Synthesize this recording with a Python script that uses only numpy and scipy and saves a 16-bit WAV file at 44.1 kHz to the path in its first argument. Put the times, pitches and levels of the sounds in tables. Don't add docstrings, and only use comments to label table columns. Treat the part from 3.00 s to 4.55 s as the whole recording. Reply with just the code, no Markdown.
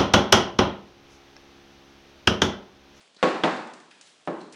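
import sys
import numpy as np
from scipy import signal
from scipy.fft import rfft, irfft
from scipy.io import wavfile
from scipy.ndimage import uniform_filter1d

SR = 44100
rng = np.random.default_rng(int(sys.argv[2]) if len(sys.argv) > 2 else 0)


def unload_audio(sound):
    columns = np.transpose(np.atleast_2d(sound))
    steps = np.round(np.clip(columns, -1, 1) * 32767)
    wavfile.write(sys.argv[1], SR, steps.astype(np.int16))


N = 68355


def undb(db):
    return 10 ** (np.asarray(db) / 20)


def unit(x):
    return x / np.sqrt(np.sum(x ** 2))


def curve(points, hz):
    p = np.array(points, float)
    return np.interp(np.log(hz), np.log(p[:, 0]), p[:, 1])


def colour(x, db_at):
    size = 4096
    hz = np.maximum(np.fft.rfftfreq(size, 1 / SR), 1)
    cepstrum = irfft(np.log(undb(db_at(hz))))
    cepstrum[1:size // 2] *= 2
    cepstrum[size // 2 + 1:] = 0
    response = irfft(np.exp(rfft(cepstrum)))
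    return signal.fftconvolve(x, response)[:N]


def high_pass(x, hz):
    return signal.sosfilt(signal.butter(4, hz, "high", fs=SR, output="sos"), x)


def at(x, start_s):
    return np.concatenate([np.zeros(max(int(start_s * SR), 0)), x])[:N]


def fade(t60_s):
    return np.exp(-np.log(1000) * np.arange(N) / SR / t60_s)


def even(x):
    spectrum = rfft(x)
    smoothing_hz = 160
    power = uniform_filter1d(np.abs(spectrum) ** 2, int(smoothing_hz * N / SR))
    white = irfft(spectrum / np.sqrt(power), N)
    return unit(white * (np.arange(N) < N * 0.5))


def burst(t60_s):
    return even(rng.standard_normal(N) * fade(t60_s))


def grains():
    grains_per_s, spread_db, t60_s = 700, 2, 0.023
    hits = rng.random(N) < grains_per_s / SR
    sizes = undb(spread_db * np.minimum(rng.exponential(size=N), np.pi))
    power = np.abs(signal.fftconvolve(hits * sizes ** 2, fade(t60_s) ** 2)[:N])
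    return unit(np.sqrt(power) * rng.standard_normal(N)) * np.sqrt(N)


# centre_hz [Hz], t60_s [s]
ROOM_DECAY = [(100, 0.92), (250, 0.89), (500, 0.69), (1000, 0.8), (2000, 0.75), (4000, 0.64), (9000, 0.72)]


def room():
    rise_s = 0.0045
    reflections_per_s, reflection_db, reflection_t60_s = 340, -8.5, 0.63
    t = np.arange(N) / SR
    hz = np.maximum(np.fft.rfftfreq(N, 1 / SR), 1)
    noise = rfft(rng.standard_normal(N))
    tail = 0
    for centre_hz, t60_s in ROOM_DECAY:
        share = curve([(f, f == centre_hz) for f, _ in ROOM_DECAY], hz)
        tail = tail + irfft(noise * share, N) * fade(t60_s)
    rise = 1 - np.exp(-t / rise_s)
    hits = rng.random(N) < reflections_per_s / SR
    walls = hits * rng.choice([-1, 1], N) * fade(reflection_t60_s)
    return even(unit(tail * rise) + undb(reflection_db) * unit(walls * rise))


# frequency_hz [Hz], relative spectrum level_db [dB]
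PAPER_SPECTRUM = [(40, -43), (100, -32), (300, -9), (1000, -5.5), (3000, -8), (5000, -17.5), (8000, -13),
                  (10500, -24.5)]
# time_s [s], level_db [dB]
RUSTLE_LEVEL = [(0, -63), (0.072, -66), (.13, -74), (.2, -65.5), (.6, -63), (.88, -75.5), (.96, -63),
                (1.1, -68.5), (1.23, -64.5), (1.4, -61.5), (1.55, -70)]
# frequency_hz [Hz], relative spectrum level_db [dB]
AIR_SPECTRUM = [(30, -41), (80, -25), (150, -7), (300, -5.5), (700, -5), (1500, -14), (3200, -7),
                (5000, -13), (8000, -21.5), (10500, -30)]


def background():
    air_db = -62.5
    rustle_db = np.interp(np.arange(N) / SR, *np.array(RUSTLE_LEVEL).T)
    crinkle = unit(colour(grains(), lambda hz: curve(PAPER_SPECTRUM, hz)))
    paper = undb(rustle_db) * np.sqrt(N) * crinkle
    hiss = unit(colour(rng.standard_normal(N), lambda hz: curve(AIR_SPECTRUM, hz)))
    air = undb(air_db) * np.sqrt(N) * hiss
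    return paper + air


# start_s [s], length_s [s], relative level_db [dB],
# centre_hz [Hz], skirt_db [dB per octave]
SCUFF_EVENTS = [(0.0, 0.029, -52.5, 2780, 7.5), (0.161, 0.018, -43.5, 4200, 24),
                (0.165, 0.11, -49, 1500, 11), (0.31, 0.034, -45, 3600, 23), (0.903, 0.034, -50, 3200, 10.5),
                (0.909, .025, -42, 1700, 13), (1.0185, 0.027, -49.5, 2270, 7),
                (1.043, 0.082, -55.5, 3800, 8.5), (1.266, 0.012, -52.5, 5860, 16),
                (1.4, 0.025, -48, 4100, 26), (1.522, 0.022, -47, 5200, 9.5),
                (1.525, 0.065, -45.5, 2200, 13)]


def paws():
    attack_share, low_cut_hz, room_db = 0.3, 400, 0.5
    t = np.arange(N) / SR
    dry = 0
    for start_s, length_s, level_db, centre_hz, skirt_db in SCUFF_EVENTS:
        envelope = np.interp((t - start_s) / length_s, [0, attack_share, 1], [0, 1, 0])
        slide = colour(grains() * envelope, lambda hz: -skirt_db * np.abs(np.log2(hz / centre_hz)))
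        dry = dry + 2 * undb(level_db) * slide
    dry = high_pass(dry, low_cut_hz)
    return dry + undb(room_db) * signal.fftconvolve(dry, room())[:N]


# frequency_hz [Hz], relative spectrum level_db [dB]
WOOD_SPECTRUM = [(30, -50.5), (75, -33.5), (115, -21.5), (165, -6.5), (260, -3.5), (480, -2.5), (680, -3),
                 (850, -2), (1100, -1), (1350, -4.5), (1650, -5.5), (2200, -9.5), (2800, -8.5),
                 (3500, -11.5), (4200, -13), (5500, -18.5), (7500, -19.5), (10500, -29.5)]


def contact(hz, corner_hz):
    return curve(WOOD_SPECTRUM, hz) - 10 * np.log10(1 + (hz / corner_hz) ** 3)


def blow():
    click_db, wood_db, wood_t60_s = 12.5, 17.5, 0.072
    return undb(click_db) * signal.unit_impulse(N) + undb(wood_db) * burst(wood_t60_s)


# start_s [s], relative level_db [dB]
STEP_EVENTS = [(0.0, -42.5), (0.167, -29.5), (0.7355, -31), (1.0113, -38.5)]


def steps():
    corner_hz, room_db = 350, 17
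    dry = 0
    for start_s, level_db in STEP_EVENTS:
        thud = blow() + undb(room_db) * room()
        dry = dry + at(undb(level_db) * thud, start_s)
    return colour(dry, lambda hz: contact(hz, corner_hz))


# frequency_hz [Hz], relative spectrum level_db [dB]
CLAW_SPECTRUM = [(100, -51), (1000, -10.5), (2500, -8), (4600, -2.5), (7000, -4), (9500, -10), (11000, -39)]
# start_s [s], relative level_db [dB]
TICK_EVENTS = [(0.146, -26), (0.564, -18), (0.672, -22), (0.7356, -15.5), (0.801, -22.5), (1.0114, -13),
               (1.2526, -26), (1.4137, -22), (1.5238, -18.5)]


def claws():
    t60_s, room_db = 0.03, -1.5
    dry = sum(at(undb(level_db) * burst(t60_s), start_s) for start_s, level_db in TICK_EVENTS)
    dry = colour(dry, lambda hz: curve(CLAW_SPECTRUM, hz))
    return dry + undb(room_db) * signal.fftconvolve(dry, room())[:N]


# pitch_hz [Hz], t60_s [s],
# then the relative level_db [dB] in the first, second and third knock
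PLANK_MODES = [(168, 0.4, -31, -34, -38), (197, 0.4, -37, -43, -39), (226, 0.62, -38, -37, -46),
               (257, 0.4, -28, -29, -37), (316, 0.62, -33, -32, -37), (339, 0.4, -29, -26, -31),
               (372, 0.5, -30, -33, -39), (417, 0.5, -26, -35, -38), (476, 0.3, -26, -32, -36),
               (507, 0.3, -18, -29, -37), (541, 0.4, -25, -32, -36), (591, 0.4, -34, -33, -35),
               (625, 0.3, -29, -27, -39), (715, 0.4, -28, -27, -40), (762, 0.62, -31, -36, -46),
               (794, 0.3, -27, -29, -35), (843, 0.3, -40, -31, -40), (915, 0.3, -35, -26, -46),
               (1047, 0.5, -33, -31, -43), (1106, 0.3, -21, -31, -42), (1265, 0.3, -33, -36, -43),
               (1361, 0.62, -36, -44, -54), (1583, 0.4, -41, -34, -53), (1734, 0.3, -40, -33, -49),
               (1982, 0.3, -41, -36, -57)]


def ring(index):
    modes_db, low_cut_hz, rise_s = 1, 136, 0.0007
    plank_db, plank_t60_s = -20.5, 0.02
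    t = np.arange(N) / SR
    plank = undb(plank_db) * fade(plank_t60_s)
    modes = 0
    for pitch_hz, t60_s, *levels_db in PLANK_MODES:
        tone = np.sin(2 * np.pi * (pitch_hz * t + rng.random()))
        modes = modes + undb(levels_db[index]) * (fade(t60_s) + plank) * tone
    return undb(modes_db) * high_pass(modes * (1 - np.exp(-t / rise_s)), low_cut_hz)


# frequency_hz [Hz], relative spectrum level_db [dB]
CRACK_SPECTRUM = [(100, -41), (1500, -25.5), (2500, -21.5), (2900, 3), (3100, 3), (3350, 4.5), (3600, 7.5),
                  (3950, -16), (4600, -20), (6000, -21.5), (10500, -48)]


def crack(walls):
    level_db, t60_s, room_db = 2.5, 0.022, -19.5
    sound = burst(t60_s) + undb(room_db) * walls
    return undb(level_db) * colour(sound, lambda hz: curve(CRACK_SPECTRUM, hz))


def thump():
    pitch_hz, t60_s = 28, 0.04
    return fade(t60_s) * np.sin(2 * np.pi * pitch_hz * np.arange(N) / SR)


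# frequency_hz [Hz], gain_db [dB]
TAIL_COLOUR = [(100, 0), (200, 2), (500, 3.5), (1000, -1), (2000, -0.5), (3000, -3), (4500, -0.5),
               (9000, -2)]
# start_s [s], relative level_db of blow and room [dB], contact corner_hz [Hz],
# then relative bass_db, crack_db, room_db and thump_db [dB]
KNOCK_EVENTS = [(0.2280, 3, 3760, 0.5, -2.5, 5.5, -32), (0.4364, 3, 3170, 0, 7.5, 5.5, -40.5),
                (1.2748, -5, 1180, 2, -19.5, 4.5, -57)]


def knocks():
    room_gain_db, bass_corner_hz = 16, 240
    out = 0
    for k, (start_s, level_db, corner_hz, bass_db, crack_db, room_db, thump_db) in enumerate(KNOCK_EVENTS):
        walls = room()
        tail = colour(walls, lambda hz: curve(TAIL_COLOUR, hz))
        hit = blow() + undb(room_gain_db + room_db) * tail

        def spectrum(hz):
            return contact(hz, corner_hz) + bass_db / (1 + (hz / bass_corner_hz) ** 2)

        hit = undb(level_db) * colour(hit, spectrum)
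        knock = hit + undb(crack_db) * crack(walls) + ring(k) + undb(thump_db) * thump()
        out = out + at(knock, start_s)
    return out


# start_s [s], relative level_db [dB], contact corner_hz [Hz]
BOUNCE_EVENTS = [(0.2335, -5.5, 1340), (0.2378, -3, 1100), (0.2418, -2, 1000), (0.2732, -8.5, 1326),
                 (0.359, -6.5, 1360), (0.4505, -15, 2460), (1.2828, -29, 1400)]


def bounces():
    out = 0
    for start_s, level_db, corner_hz in BOUNCE_EVENTS:
        slap = colour(blow(), lambda hz: contact(hz, corner_hz))
        out = out + at(undb(level_db) * slap, start_s)
    return out


def scene():
    return (background() + paws() + steps() + claws() + knocks() + bounces())[None]


def record(dry):
    top_hz, ripple_db, stop_db = 10600, 0.2, 70
    return signal.sosfilt(signal.ellip(10, ripple_db, stop_db, top_hz, fs=SR, output="sos"), dry)


dry = scene()
out = record(dry)
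unload_audio(out)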